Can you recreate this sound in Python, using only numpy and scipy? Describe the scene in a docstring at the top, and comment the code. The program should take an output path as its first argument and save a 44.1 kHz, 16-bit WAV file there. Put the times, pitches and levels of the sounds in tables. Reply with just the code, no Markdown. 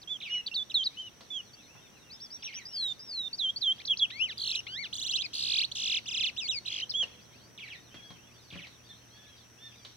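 """Outdoors, by a wooden cage. A finch sings slurred whistles, nasal notes, then fast warbles and trills;
each note is a gliding syrinx tone whose overtones pass a broad throat resonance. Its hops knock the
frame and rattle the wires. A neighbour bird scolds; others twitter, whistle and hoot once, far off.
Behind them: distant rumble, high air, a thin band of insect hiss and a faint hum."""
import sys
import numpy as np
from scipy import signal
from scipy.fft import rfft, irfft, next_fast_len
from scipy.io import wavfile
from scipy.ndimage import map_coordinates

SR = 44100
rng = np.random.default_rng(int(sys.argv[2]) if len(sys.argv) > 2 else 0)


def dump_mix(stems):
    """Bounce the given channels to the path in sys.argv[1] as a 16-bit WAV at rate SR."""
    frames = np.atleast_2d(stems).T  # one column per channel
    limited = np.clip(frames, -1, 1)  # hard clip at full scale
    pcm = np.round(limited * 32767).astype(np.int16)
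    wavfile.write(sys.argv[1], SR, pcm)


N = 439236
TIME = np.arange(N) / SR

AIR_SPECTRUM = [(15, -45.5), (25, -18.5), (113, -5), (240, -6.5), (2010, -22), (5880, -31.5),
                (15500, -39.5)]   # f/Hz, relative density/dB
AIR_CORRELATION = [(60, 0.75), (500, 0.24), (12000, 0.34)]   # f/Hz, left-right correlation
RUMBLE_LEVEL = [(2, -61), (6.3, -58.5), (9.3, -62.5)]   # t/s, level/dB
HUM_LINES = [(79.5, -74), (119.2, -68), (199.2, -81.5)]   # f/Hz, level before swell/dB
HUM_SWELL = [(1.8, -11.5), (4, 1.5)]   # t/s, gain/dB

# throat resonance: f/Hz, gain/dB
THROAT = [(1400, -5.5), (2200, 4.5), (2900, 9), (4000, 9), (7000, -15.5), (10200, -31), (12000, -30)]
# a tauter membrane sings purer: f/Hz, overtone cut/dB
PURITY = [(1500, -8.5), (2200, 4), (4400, 11.5)]
# syllable shapes: fraction of length, f/Hz, gain/dB
CHIP = [(0, 3480, -3.5), (.3, 4635, -2.5), (.6, 3620, -3.5), (1, 2810, -9.5)]
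UPSWEEP = [(0, 2600, -2), (1, 4630, 0.5)]
STEP = [(0, 2700, -8), (.2, 2700, -11.5), (.28, 4560, -5), (.48, 3695, 2), (.73, 3426, -0.5), (1, 3470, -6)]
HOOK = [(0, 4290, -2), (.1, 3830, 3), (.45, 3160, -4), (0.617, 3066, -2), (0.729, 4950, -9.5),
        (.9, 3870, 1.5), (1.002, 3600, -17)]
LONG_SLUR = [(0, 4770, -6), (.2, 5550, -14.5), (0.451, 4525, -1.5), (.78, 3780, 2.5), (1, 3550, 1.5)]
SCOOP = [(0, 4340, -2.5), (.11, 4640, -5.5), (.21, 6380, -37), (0.379, 3970, -2.5), (.6, 3260, 1),
         (.82, 3070, 1), (1, 3285, 0)]
FLICK = [(0, 3620, -3), (.15, 6210, -23.5), (0.299, 3900, -8.5), (.39, 3375, -8.5), (.64, 3313, 3.5),
         (0.849, 3020, -6.5), (1, 2465, -12)]
NASAL_RISE = [(0, 1002, -4.5), (.07, 1875, -11), (0.359, 2360, -9.5), (0.471, 2750, 6), (0.601, 3102, 7.5),
              (.77, 2350, -12), (0.862, 1795, -5), (0.998, 1100, -11.5)]
NASAL_DRAWL = [(0, 1000, 0.5), (0.091, 1440, -6), (0.361, 1626, -0.5), (.69, 2305, -2.5), (.8, 2100, -2),
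               (0.871, 1646, 0), (0.999, 1097, -8)]
PEAK = [(0, 2290, -12.5), (.22, 3900, 5), (.45, 2870, -3.5), (.72, 2400, -0.5), (1, 2123, 0.5)]
DROP = [(0, 4550, 18), (0.239, 2370, -9.5), (.55, 2620, -2.5), (1, 2020, -1)]
# finch syllables: t/s, length/s, pitch factor, level/dB, overtone gain/dB, shape
SYLLABLES = [(0.014, 0.031, 1.08, -49, -12, CHIP), (0.462, 0.027, 1.01, -30, -14, CHIP),
             (0.513, 0.12, 1.012, -30, -15.5, STEP), (0.697, 0.028, 0.85, -37, -6, CHIP),
             (0.741, 0.1456, 1.01, -28, -16, HOOK), (2.653, .275, 1.0, -35, -5, LONG_SLUR),
             (2.993, 0.29, 1.003, -37, -13, LONG_SLUR), (3.329, 0.18, 1.011, -30.5, -19, SCOOP),
             (3.56, 0.17, 1.005, -28, -22, SCOOP), (3.781, 0.043, 1.07, -44, -16, NASAL_DRAWL),
             (3.851, 0.094, 1, -23.5, -24, FLICK), (3.97, 0.09, 1.006, -23.5, -23.5, FLICK),
             (4.102, 0.2327, 0.99, -33.5, -19.5, NASAL_RISE),
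             (4.666, 0.2094, 0.98, -37, -18.5, NASAL_DRAWL), (4.927, 0.014, 1.02, -35, -6, UPSWEEP),
             (5.219, 0.049, 0.97, -34, -5.5, DROP), (5.714, 0.012, 1.03, -33.5, 2, UPSWEEP),
             (6.056, 0.02, 0.84, -41, 0, UPSWEEP), (6.362, 0.11, 0.99, -36.5, -2, PEAK),
             (6.471, 0.12, 0.99, -34.5, 0, PEAK), (6.893, 0.034, 1.17, -32.5, -12, CHIP)]
# arched or dipping whistles: t/s, length/s, start f/Hz, turn f/Hz, end f/Hz, level/dB
FINCH_ARCHES = [(0.073, 0.1, 3170, 3505, 3010, -35), (0.295, .12, 2827, 2928, 2825, -32.5),
                (0.968, 0.072, 2850, 3116, 2870, -38), (1.035, 0.055, 2900, 3016, 2700, -41),
                (1.302, 0.11, 3540, 3503, 2790, -34.5), (1.53, 0.026, 4840, 4480, 5200, -51.5),
                (2.1, 0.068, 3720, 5260, 5170, -45.5), (2.2, 0.072, 4150, 5610, 4250, -43.5),
                (2.302, 0.076, 4420, 5730, 5520, -42.5), (2.422, 0.061, 4850, 5870, 5150, -41.5),
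                (2.538, 0.058, 4720, 6110, 6120, -42), (6.818, 0.028, 2680, 3150, 2910, -32),
                (6.937, 0.11, 3015, 3405, 2667, -26)]
FAR_ARCHES = [(2.696, 0.23, 2750, 3356, 2980, -56), (7.9, 0.27, 3000, 3340, 3024, -57.5),
              (8.888, 0.046, 3300, 3603, 3100, -54.5), (9.109, 0.25, 3160, 3440, 3125, -59),
              (9.585, .14, 3300, 3614, 3170, -57), (9.58, 0.099, 4700, 5570, 4970, -66),
              (9.686, .26, 4950, 4930, 4080, -67)]

# perch to the two microphone ports: f/Hz, left minus right/dB, left lead/rad
FIRST_PORTS = [(2500, -12, .6), (3030, 1, -0.56), (3250, -8, 0.7), (3700, -4.5, 0.69), (4500, 2.5, 0.78),
               (5500, 0, 1.92)]
SECOND_PORTS = [(2420, 13, -0.81), (3020, 0, -1.66), (3200, -3, -0.1), (3620, -5.5, -0.62),
                (4000, -10.5, .6), (4420, 1.5, 1.93)]
THIRD_PORTS = [(2480, 9.5, 0.1), (3050, -3, -0.6), (3540, -7, 0.75), (4260, -11.5, 2.5), (4370, 6, 1.95),
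               (5200, 5, 4)]
# finch positions: start t/s, end t/s, cage reflections/dB, ports
PERCHES = [(0, 3.3, -12, FIRST_PORTS), (3.3, 4.9, -12.5, SECOND_PORTS), (4.9, 10, -9, THIRD_PORTS)]

# neighbour's down-slurs: t/s, length/s, start f/Hz, level/dB
SCOLDS = [(0.203, 0.017, 4000, -45.5), (0.221, 0.071, 4030, -44), (0.29, 0.022, 2850, -56),
          (0.314, 0.07, 3550, -50), (2.423, 0.014, 3870, -47.5), (2.446, 0.063, 3800, -47),
          (2.526, 0.018, 3250, -49), (2.55, 0.08, 3500, -52), (7.577, 0.02, 3850, -47),
          (7.6, 0.067, 3650, -48.5), (7.674, 0.019, 2960, -49.5), (7.702, 0.063, 3400, -48.5),
          (8.503, 0.015, 3890, -51), (8.525, 0.022, 3500, -51.5), (8.543, 0.024, 3010, -54),
          (8.574, 0.041, 3400, -50), (8.619, 0.047, 3530, -50.5)]
# hops: t/s, gain/dB, thud gain/dB, rattle gain/dB
KNOCKS = [(1.207, -53.5, -13, 4), (1.752, -55.5, -2, -22), (7.027, -45.5, -10.5, 1), (7.943, -51.5, 4, 0),
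          (8.104, -52, 4, 1), (8.525, -57, 13.5, 4), (8.555, -50.5, 8.5, -3), (8.669, -58.5, -10, 9.5),
          (9.849, -55, -10, 12)]
# wooden frame: f/Hz, gain/dB, t60/s
FRAME_MODES = [(610, 12, 0.0082), (751, 6.5, 0.011)]

# warble range: t/s, trough f/Hz, crest f/Hz, level/dB
HIGH_WARBLE = [(4.374, 3340, 4730, -43), (4.42, 3150, 4470, -37), (4.47, 2750, 4340, -34.5),
               (4.515, 2577, 4220, -33), (4.535, 2480, 3330, -38.5), (4.558, 2695, 4140, -31),
               (4.578, 2724, 2970, -38), (4.606, 2740, 2873, -37)]
LOW_WARBLE = [(6.651, 2735, 4020, -44), (6.686, 2420, 4080, -37), (6.703, 2270, 3250, -41),
              (6.724, 2000, 3505, -38.5), (6.818, 1827, 3010, -38)]
# one trill sweep, evenly spaced points: f/Hz, gain/dB
SWING_SWEEP = [(4395, 2.5), (3004, -5.5), (2710, -6.5), (3225, 3), (3363, -1.5), (3784, 2.5), (4680, -1)]
RISING_SWEEP = [(2300, -10), (2750, -5.5), (3400, 0.5), (4200, 2.5), (5050, -6)]
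FALL_SWEEP = [(4660, -7), (3500, 2.5), (2890, -.5), (2514, -3.5), (1874, -11.5)]
TRILL_SWELL = [(0, -9.5), (.8, 0), (1, -4.5)]   # fraction of trill, gain/dB
# trill rhythm: start t/s, end t/s, sweeps, last/first period, lateness of slowing
SWING_BEAT, RISING_BEAT = (4.9415, 5.2188, 7, 1.96, 1), (5.3308, 5.651, 18, 2.257, 2.666)
FAST_FALL_BEAT, SLOW_FALL_BEAT = (5.7502, 5.9877, 12, 1.812, .684), (6.0745, 6.2935, 7, 1.07, .485)


def from_db(db):
    """Decibels to gain."""
    return 10 ** (np.asarray(db) / 20)


def at_hz(points, hz):
    """Table lookup on a log-frequency axis."""
    known_hz, values = np.transpose(points)
    return np.interp(np.log(np.maximum(hz, 1)), np.log(known_hz), values)


def unit_rms(x):
    """Scale to unit power."""
    return x / np.sqrt(np.mean(x ** 2) + 1e-20)


def drift(rate_hz, t):
    """Smooth random wander, spread about 1."""
    place = (t - t[0]) * rate_hz
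    return map_coordinates(rng.standard_normal(int(place[-1]) + 2), [place], order=2, mode="nearest")


def band(x, low_hz, high_hz, order=2):
    """Butterworth band-pass."""
    sos = signal.butter(order, [low_hz, high_hz], "band", fs=SR, output="sos")
    return signal.sosfilt(sos, x + 1e-18)


def add(track, start_s, sound):
    """Mix in at start_s."""
    start = max(round(start_s * SR), 0)
    track[..., start:start + sound.shape[-1]] += sound[..., :max(N - start, 0)]


def air(high_db=-64, split_hz=1500):
    """Stereo noise: slowly swelling distant rumble below the split, steady air above."""
    size = next_fast_len(N)
    hz = np.arange(size // 2 + 1) * SR / size
    mid, side = rfft(rng.standard_normal((2, size))) * from_db(at_hz(AIR_SPECTRUM, hz))
    correlation = at_hz(AIR_CORRELATION, hz)
    spectrum = np.sqrt(1 + correlation) * mid + np.sqrt(1 - correlation) * side * [[1], [-1]]
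    low_share = 1 / (1 + (hz / split_hz) ** 4)
    rumble = unit_rms(irfft(spectrum * low_share, size)[:, :N])
    high = unit_rms(irfft(spectrum * (1 - low_share), size)[:, :N])
    return rumble * from_db(np.interp(TIME, *np.transpose(RUMBLE_LEVEL))) + high * from_db(high_db)


def insects(level_db=-62.5):
    """Narrow hiss, wavering in level."""
    hiss = unit_rms(band(rng.standard_normal((2, N)), 5604, 6016, order=3))
    return hiss * from_db(level_db + 0.97 * drift(2.7, TIME))


def hum():
    """Three low tones of wandering phase; they swell, then hold."""
    tones = sum(from_db(db) * np.sqrt(2) * np.sin(2 * np.pi * hz * TIME + 0.68 * drift(1.214, TIME))
                for hz, db in HUM_LINES)
    return tones * from_db(np.interp(TIME, *np.transpose(HUM_SWELL)))


def syrinx(hz, db, overtone_db, fade_s=0.00037, jitter=0.003, shimmer_db=1.0, rolloff_db=5):
    """Gliding oscillator, five harmonics through the throat resonance."""
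    t = np.arange(len(hz)) / SR
    phase = 2 * np.pi * np.cumsum(hz * (1 + jitter * drift(399.2, t))) / SR
    k = np.arange(1, 6)[:, None]
    source_db = (k > 1) * (overtone_db - rolloff_db * (k - 5.5))
    gains = from_db(at_hz(THROAT, k * hz) + source_db) * (k * hz < SR / 2)
    voice = np.sum(gains * np.sin(k * phase), axis=0) / np.sqrt(np.sum(gains ** 2, axis=0) / 2)
    gate = np.clip(np.minimum(t, t[-1] - t) / fade_s, 0, 1)
    return voice * gate * from_db(db + shimmer_db * drift(450, t))


def glide(times, values, t):
    """Cubic slur, flat at each turn: muscles cannot reverse at once."""
    spans = np.maximum(np.diff(times), 1 / SR)
    slopes = np.diff(values) / spans
    before, after = slopes[:-1], slopes[1:]
    inner = 2 * np.maximum(before * after, 0) / (before + after + 1e-12)
    tangents = np.r_[slopes[0], inner, slopes[-1]]
    i = np.clip(np.searchsorted(times, t) - 1, 0, len(spans) - 1)
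    u = np.clip((t - times[i]) / spans[i], 0, 1)
    bend = (1 - u) * (tangents[i] - slopes[i]) - u * (tangents[i + 1] - slopes[i])
    return values[i] + spans[i] * u * (slopes[i] + (1 - u) * bend)


def note(hz, db, overtone_db):
    """Clean note, purer when higher, wavering in level."""
    waver_db = 1.24 * drift(40.6, TIME[:len(hz)])
    return syrinx(hz, db + waver_db, overtone_db - at_hz(PURITY, hz), fade_s=0.0032)


def finch():
    """Song: clean whistles, then harsher warbles and trills."""
    return (arches(FINCH_ARCHES, overtone_db=-13) + slurs()
            + warble(HIGH_WARBLE, crest_s=4.3825, period_s=0.01925, overtone_db=-1, depth_db=8)
            + trill(SWING_SWEEP, SWING_BEAT, level_db=-30.5, sag=0.11, overtone_db=-2, overlap=1.02)
            + trill(RISING_SWEEP, RISING_BEAT, level_db=-27.5, sag=0.16, overtone_db=-6.5, overlap=1.14)
            + trill(FALL_SWEEP, FAST_FALL_BEAT, level_db=-29, sag=0.05, overtone_db=-5)
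            + trill(FALL_SWEEP, SLOW_FALL_BEAT, level_db=-29, sag=-0.08, overtone_db=-8.5)
            + warble(LOW_WARBLE, crest_s=6.6635, period_s=0.0201, overtone_db=-2.5, depth_db=9))


def slurs():
    """Syllable shapes, stretched and transposed."""
    out = np.zeros(N)
    for start_s, length_s, factor, db, overtone_db, shape in SYLLABLES:
        knots, shape_hz, shape_db = np.transpose(shape)
        progress = np.linspace(knots[0], knots[-1], int(length_s * SR))
        hz = factor * glide(knots, shape_hz, progress)
        add(out, start_s, note(hz, db + glide(knots, shape_db, progress), overtone_db))
    return out


def ports(x, table):
    """Two microphone ports, differing in level and phase by frequency."""
    size, table = next_fast_len(N), np.array(table)
    hz = np.arange(size // 2 + 1) * SR / size
    left_db, lead_rad = at_hz(table[:, [0, 1]], hz), at_hz(table[:, [0, 2]], hz)
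    left = from_db(left_db / 2) * np.exp(.5j * lead_rad)
    pair = np.array([left, 1 / left])
    pair /= np.sqrt(np.mean(abs(pair) ** 2, axis=0))
    return irfft(rfft(x, size) * pair, size)[:, :N]


def scatter(x, t60_s):
    """Decaying diffuse reflections, different at each ear."""
    t = TIME[:SR // 2]
    echoes = rng.standard_normal((2, len(t))) * from_db(-60 * t / t60_s)
    echoes /= np.sqrt(np.sum(echoes ** 2, axis=1, keepdims=True))
    return signal.fftconvolve(x[None], echoes, axes=1)[:, :N]


def from_perches(song, slap_s=0.0028, slap_db=-2):
    """Each perch has its own path and its own share of cage slap and scatter."""
    direct, reflected = 0, 0
    for start_s, end_s, reflections_db, table in PERCHES:
        part = song * ((TIME >= start_s) & (TIME < end_s))
        bounce = from_db(reflections_db) * part
        slap = from_db(slap_db) * np.interp(TIME - slap_s, TIME, bounce)
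        direct += ports(part + slap, table)
        reflected += bounce
    return direct + scatter(reflected, t60_s=0.089)


def arches(table, overtone_db, edge_db=-9):
    """Whistles of parabolic pitch, loudest midway."""
    out = np.zeros(N)
    for start_s, length_s, start_hz, turn_hz, end_hz, db in table:
        progress = np.linspace(0, 1, int(length_s * SR))
        bow = np.sign(2 * turn_hz - start_hz - end_hz)   # +1 arch, -1 dip
        rise, fall = np.sqrt(np.maximum([bow * (turn_hz - start_hz), bow * (turn_hz - end_hz)], 0))
        hz = turn_hz - bow * ((rise + fall) * progress - rise) ** 2
        add(out, start_s, note(hz, db + edge_db * (2 * progress - 1) ** 2, overtone_db))
    return out


def chorus(level_db=-62, slope=0.6, count=220):
    """Distant twitter: short tilted arches at random."""
    out = np.zeros(N)
    for when, pitch, length, tilt in rng.random((count, 4)):
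        u = np.linspace(-1, 1, int((0.0086 + 0.14 * length) * SR))
        hz = (2600 + 2000 * pitch) * (1 - 0.12 * u ** 2 + slope * (tilt - .5) * u)
        add(out, when * N / SR, syrinx(hz, level_db - 10 * u ** 2, overtone_db=-21))
    return out


def neighbour(settle_s=0.04, fall_db=7, end_ratio=0.53):
    """Scolds that drop steeply, level out and fade."""
    out = np.zeros(N)
    for start_s, length_s, start_hz, level_db in SCOLDS:
        t = np.arange(0, length_s, 1 / SR)
        drop = np.expm1(-t / settle_s) / np.expm1(-length_s / settle_s)
        hz = start_hz * (1 + (end_ratio - 1) * drop)
        db = level_db + fall_db * (.5 - t / length_s)
        add(out, start_s, syrinx(hz, db, overtone_db=-27, fade_s=0.0011, jitter=0.017))
    return out


def cage_knocks(contact_s=0.011, frame_db=-16, wire_db=-14, stand_db=-15):
    """Claws scuff the perch: the frame knocks, the wires rattle, the cage thuds on its stand."""
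    out, t = np.zeros(N), TIME[:SR // 8]
    modes = sum(from_db(db - 60 * t / t60_s) * np.sin(2 * np.pi * hz * t)
                for hz, db, t60_s in FRAME_MODES)
    for start_s, db, thud_db, rattle_db in KNOCKS:
        force = rng.standard_normal(len(t)) * np.exp(-t / contact_s)
        ring = unit_rms(signal.fftconvolve(force, modes)[:len(t)])
        frame = from_db(frame_db) * (ring + 1.58 * unit_rms(band(force, 300, 1770)))
        wires = from_db(wire_db + rattle_db) * unit_rms(band(force, 2870, 4350))
        stand = from_db(stand_db + thud_db) * unit_rms(band(force, 75, 350))
        add(out, start_s, from_db(db) * (frame + wires + stand))
    return out


def far_whistles(overtone_db=-28, undertone_db=-7.5):
    """Arches dulled by distance, with a fainter tone an octave below."""
    octave_below = np.array(FAR_ARCHES) * [1, 1, .5, .5, .5, 1]
    return arches(FAR_ARCHES, overtone_db) + from_db(undertone_db) * arches(octave_below, overtone_db)


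def warble(table, crest_s, period_s, overtone_db, depth_db, sharpness=1.1):
    """Held note with wide, even vibrato, loudest on the crests."""
    out = np.zeros(N)
    knots_s, *columns = np.transpose(table)
    t = np.arange(knots_s[0], knots_s[-1], 1 / SR)
    trough_hz, crest_hz, level_db = [glide(knots_s, column, t) for column in columns]
    height = (.5 + .5 * np.cos(2 * np.pi * (t - crest_s) / period_s)) ** sharpness
    hz = trough_hz + (crest_hz - trough_hz) * height
    db = level_db + depth_db * (height - .5)
    add(out, knots_s[0], syrinx(hz, db, overtone_db, jitter=0.016, shimmer_db=2.5, rolloff_db=2.5))
    return out


def trill(shape, beat, level_db, sag, overtone_db, overlap=1.25, mellowing_db=14):
    """One sweep repeated ever slower; it swells, mellows and gives out. Positive sag lowers the pitch."""
    out = np.zeros(N)
    shape_hz, shape_db = np.transpose(shape)
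    knots = np.linspace(0, 1, len(shape))
    start_s, end_s, count, slowing, lateness = beat
    stretch = slowing ** (np.linspace(0, 1, count) ** lateness)
    periods_s = stretch * ((end_s - start_s) / stretch.sum())
    onsets_s = start_s + np.cumsum(periods_s) - periods_s
    for onset_s, length_s in zip(onsets_s, periods_s * overlap):
        in_sweep = np.linspace(0, 1, int(length_s * SR))
        in_trill = (onset_s + in_sweep * length_s - start_s) / (end_s - start_s)
        hz = glide(knots, shape_hz, in_sweep) * (1 + sag * (.5 - in_trill))
        swell_db = np.interp(in_trill, *np.transpose(TRILL_SWELL))
        db = level_db + swell_db + glide(knots, shape_db, in_sweep)
        bright_db = overtone_db + mellowing_db * (.5 - in_trill)
        add(out, onset_s, syrinx(hz, db, bright_db, jitter=0.016, shimmer_db=2, rolloff_db=4))
    return out


def hoot(centre_s=6.98, half_length_s=0.27, pitch_hz=495, level_db=-65):
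    """One soft, steady, distant hoot."""
    swell = np.exp(-((TIME - centre_s) / half_length_s) ** 4)
    return from_db(level_db) * swell * np.sin(2 * np.pi * pitch_hz * TIME + .5 * drift(17, TIME))


def scene():
    """Finch close, with quick cage reflections; neighbours and chorus wetter."""
    song, scolds, knocks = finch(), neighbour(), cage_knocks()
    neighbours = scolds + far_whistles()
    near = from_perches(song) + from_db(-25.5) * scatter(song, t60_s=1.0)
    others = neighbours * from_db([[-2], [1]]) + scatter(neighbours, t60_s=0.2)
    twitter = scatter(chorus(), t60_s=0.08)
    cage = knocks + scatter(knocks, t60_s=0.31)
    return near + others + twitter + cage + hoot() + air() + insects() + hum()


def record(dry, cutoff_hz=15760):
    """Steep elliptic low-pass."""
    return signal.sosfilt(signal.ellip(12, .1, 80, cutoff_hz, fs=SR, output="sos"), dry)


dry = scene()
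out = record(dry)
dump_mix(out)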